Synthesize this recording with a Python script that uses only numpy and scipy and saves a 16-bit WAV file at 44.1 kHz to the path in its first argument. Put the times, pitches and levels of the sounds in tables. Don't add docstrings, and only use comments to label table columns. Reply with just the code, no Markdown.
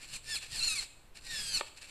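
import sys
import numpy as np
from scipy import signal
from scipy.fft import rfft, irfft
from scipy.io import wavfile
from scipy.ndimage import uniform_filter1d

SR = 44100
rng = np.random.default_rng(int(sys.argv[2]) if len(sys.argv) > 2 else 0)


def master_out(mix):
    frames = np.transpose(np.atleast_2d(mix))
    ceiling = np.clip(frames, -1, 1)
    pcm = np.round(ceiling * 32767).astype(np.int16)
    wavfile.write(sys.argv[1], SR, pcm)


N = 83790
T = np.arange(N) / SR
TOP_HZ = 14150

# (frequency [Hz], relative level [dB])
RATTLE_SPECTRUM = [(1000, -14.5), (1400, -12), (1800, -5.5), (2020, -11.5), (2450, -1.5), (2800, -3),
                   (3200, -10), (3700, -7), (4300, 2.5), (4900, -4), (5700, -8.5), (6600, -11),
                   (7400, -0.5), (8300, -7), (9500, -9), (10200, -15.5), (11200, -14.5), (12500, -23.5),
                   (14500, -27.5)]


def undb(db):
    return 10 ** (np.asarray(db) / 20)


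def unit(x):
    return x / np.sqrt(np.mean(x ** 2))


def colour(x, points, power=False):
    size = 2 * N
    hz, db = np.array(points, float).T
    bin_hz = np.arange(N + 1) * SR / size
    gain = undb(np.interp(np.log(bin_hz + 1), np.log(hz), db))
    cepstrum = irfft(np.log(unit(gain) if power else gain))
    cepstrum[1:N] *= 2
    cepstrum[N + 1:] = 0
    return irfft(rfft(x, size) * np.exp(rfft(cepstrum)))[:N]


def wander(per_s):
    hold = max(int(SR / per_s), 2)
    steps = np.repeat(rng.standard_normal(N // hold + 1), hold)
    return unit(uniform_filter1d(steps, hold)[:N])


def room_tone():
    # (frequency [Hz], relative level [dB])
    spectrum = [(20, -1), (40, -12), (80, -14), (150, -23), (700, -27), (1600, -31), (2560, -34),
                (5500, -43.5), (14000, -45)]
    return undb(-57) * colour(rng.standard_normal(N), spectrum, power=True)


def clatter(per_s, grain_db):
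    hits = rng.random(N) < per_s / SR
    return unit(hits * rng.standard_normal(N) * undb(grain_db * wander(1400)))


def twitches():
    # (peak time [s], level [dB], rise [s], fall [s])
    nudges = [(0.033, -48.5, 0.04, 0.04), (0.429, -45, 0.021, 0.032), (0.468, -51, 0.0069, 0.005),
              (1.156, -54.5, 0.0085, 0.012), (1.174, -49, 0.011, 0.0068), (1.189, -53, 0.0067, 0.0062),
              (1.678, -53.5, 0.03, 0.013), (1.777, -50, 0.012, 0.02), (1.82, -47.5, 0.0081, 0.022),
              (1.848, -54, 0.01, 0.02), (1.897, -51.5, 0.027, .025)]
    # (frequency [Hz], gain [dB])
    slow_tone = [(900, 1), (2500, 4.5), (4300, -1), (11000, -1.5)]
    envelope = np.zeros(N)
    for at, db, rise, fall in nudges:
        from_peak = np.maximum((at - T) / rise, (T - at) / fall)
        envelope += undb(db) * np.exp(1 - np.hypot(1, 2 * from_peak))
    clicks = envelope * clatter(per_s=24000, grain_db=1.8)
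    return colour(colour(clicks, RATTLE_SPECTRUM, power=True), slow_tone)


def hum(hz=128):
    # (time [s], level [dB])
    course = [(.05, -75.5), (.15, -65), (.7, -66.5), (1.15, -75)]
    level_db = np.interp(T, *np.array(course).T) + 2 * wander(12)
    return undb(level_db) * np.sin(2 * np.pi * hz * T)


def steering():
    # (time [s], tooth rate [Hz], whine level [dB], rattle level [dB])
    strokes = [
        [(.08, 1487, -78, -50), (.12, 1723, -51, -44.5), (.145, 1559, -52, -38), (.158, 1330, -44, -42),
         (.169, 1107, -49.5, -44.5), (.188, 781, -77, -55)],
        [(.24, 1750, -73, -52), (.274, 1752, -46, -44), (.3, 1800, -40.5, -39.5), (.333, 1738, -33, -38.5),
         (.349, 1679, -31, -38), (.358, 1574, -35, -32), (.366, 1350, -38.5, -46), (.377, 1122, -42.5, -49),
         (.387, 1026, -55, -42), (.398, 800, -72, -62)],
        [(.485, 1907, -80, -52), (.53, 1877, -49, -40), (.56, 1709, -40, -35.5), (.58, 1560, -40.5, -39),
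         (.6, 1375, -40.5, -37), (.62, 1324, -39.5, -39), (.632, 1393, -36, -38.5), (.642, 1424, -36, -35.5),
         (.665, 1442, -40.5, -34.5), (.68, 1374, -32.5, -37.5), (.693, 1307, -37.5, -42.5),
         (.725, 1274, -36.5, -37), (.739, 1257, -38, -43), (.747, 1214, -49, -43), (.76, 1171, -39, -38),
         (.797, 1045, -42.5, -45), (.808, 965, -68, -38), (.828, 842, -63.5, -38.5), (.86, 591, -89, -52.5)],
        [(1.21, 1930, -80, -59), (1.27, 1897, -50, -43), (1.297, 1873, -45.5, -44), (1.31, 1860, -39.5, -38.5),
         (1.35, 1759, -37.5, -38.5), (1.4, 1681, -33.5, -37.5), (1.45, 1631, -37.5, -40.5),
         (1.5, 1591, -34, -43), (1.528, 1566, -37.5, -41), (1.546, 1510, -28.5, -38), (1.569, 1433, -37, -35.5),
         (1.579, 1330, -36, -39), (1.589, 1130, -49, -39), (1.599, 869, -72, -36.5)],
    ]
    whine, rattle = np.zeros(N), np.zeros(N)
    for stroke in strokes:
        times, _, whine_db, rattle_db = np.array(stroke).T
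        outside_s = np.abs(T - np.clip(T, times[0], times[-1]))
        fade = np.exp(-outside_s / .0097)
        whine += fade * undb(np.interp(T, times, whine_db))
        rattle += fade * undb(np.interp(T, times, rattle_db))
    times, tooth_hz, _, _ = np.vstack(strokes).T
    return np.interp(T, times, tooth_hz), whine, rattle


def gears(tooth_hz, whine, rattle):
    # (frequency [Hz], gain [dB])
    gear_case = [(1000, -19.5), (1300, -15), (1550, -26.5), (1780, -5), (2200, -2), (2570, 3.5), (2720, -2),
                 (2900, -12.5), (3100, -10.5), (3450, -10.5), (3850, -3.5), (4250, 10), (4600, -3),
                 (4750, -6.5), (4880, -10), (5080, -4.5), (5700, -12), (6220, -3), (6600, -17),
                 (6900, -6.5), (7100, 3.5), (7380, -11.5), (7650, -3), (8100, -5.5), (8950, -3.5),
                 (10100, -14), (10800, -9), (13500, -36)]
    teeth, loaded_hz = 11, 1260
    speed_jitter, tooth_jitter_rad, flutter_db = .005, .135, 1.6
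    hz = tooth_hz * (1 + speed_jitter * wander(250))
    phase = 2 * np.pi * np.cumsum(hz) / SR + tooth_jitter_rad * wander(1100)
    fast_db = -22 * np.maximum(tooth_hz - loaded_hz, 0) / 1000
    brake_db = -10 * np.maximum(loaded_hz - tooth_hz, 0) / 1000
    tone, shaft_lines = np.zeros(N), np.zeros(N)
    for k in range(1, 11):
        level_db = flutter_db * wander(130)
        contact_db = 3 * wander(44.764)
        level_db += (k > 3) * (fast_db + contact_db) + (k > 4) * brake_db
        tone += (k * hz < TOP_HZ) * undb(level_db) * np.cos(k * phase + 2 * np.pi * rng.random())
    for k in range(teeth - 2, 120):
        if k % teeth:
            gain = (k * hz / teeth < SR / 2) * undb(6.1 * wander(18))
            shaft_lines += gain * np.cos(k * phase / teeth + 2 * np.pi * rng.random())
    loose = undb(-9.5) * unit(shaft_lines) + undb(-5.5) * clatter(per_s=14000, grain_db=3)
    return colour(whine * tone, gear_case) + colour(rattle * loose, RATTLE_SPECTRUM, power=True)


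def bench(rattle):
    # (frequency [Hz], relative level [dB])
    spectrum = [(25, 5), (55, -9), (95, -10.5), (135, -8), (220, -15.5), (500, -32.5)]
    return undb(-13) * rattle * colour(rng.standard_normal(N), spectrum, power=True)


def knocks():
    # (time [s], level [dB])
    hits = [(1.6077, -29.5), (1.6289, -48.5)]
    # (delay [s], push [ratio])
    chatter = [(.0007, 0.24), (.0018, 1), (.0052, 0.28)]
    # (frequency [Hz], relative level [dB], time to fall 60 dB [s])
    chassis_modes = [(393.1, -2.5, 0.032), (577.6, 2, 0.018), (901, -2.5, 0.024), (1160, 3.5, 0.014),
                     (1312, 5, 0.02), (1840, -5.5, 0.024), (2217, -3.5, 0.049), (2410, 2.5, 0.0096),
                     (3183, 1, 0.009), (4570, -2, 0.0091)]
    sound = np.zeros(N)
    for at, db in hits:
        for delay, push in chatter:
            age = np.maximum(T - at - delay, 0)
            for k, (hz, mode_db, t60) in enumerate(chassis_modes):
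                ring = np.sin(2 * np.pi * hz * age) * np.exp(-np.log(1000) * age / t60)
                sound += (-1) ** k * push * undb(db + mode_db) * ring
    return sound


def echoes(x, t60_s):
    response = rng.standard_normal(N) * np.exp(-np.log(1000) * T / t60_s) * (T > .002)
    return signal.fftconvolve(x, response / np.sqrt(np.sum(response ** 2)))[:N]


def room(x):
    # (frequency [Hz], gain [dB])
    tail_tone = [(1000, -3), (1800, -5), (2800, 2), (3700, 4), (4250, -7), (4800, -4), (6000, -10),
                 (7800, 5.5), (10000, -7), (14000, 4.5)]
    # (frequency [Hz], side gain [dB])
    width = [(3800, -78), (5500, -44), (7500, -9), (10000, -7), (14000, -11)]
    early = undb(-16) * echoes(x, t60_s=.008)
    tail = undb(-11.5) * colour(echoes(x, t60_s=.62), tail_tone)
    side = colour(echoes(x, t60_s=.15) + undb(-65) * rng.standard_normal(N), width)
    return x + early + tail + side * np.array([[1], [-1]])


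def scene():
    tooth_hz, whine, rattle = steering()
    car = gears(tooth_hz, whine, rattle) + twitches() + knocks()
    return room(car) + bench(rattle) + room_tone() + hum()


def record(dry):
    return signal.sosfilt(signal.ellip(10, .2, 70, TOP_HZ, fs=SR, output="sos"), dry)


dry = scene()
out = record(dry)
master_out(out)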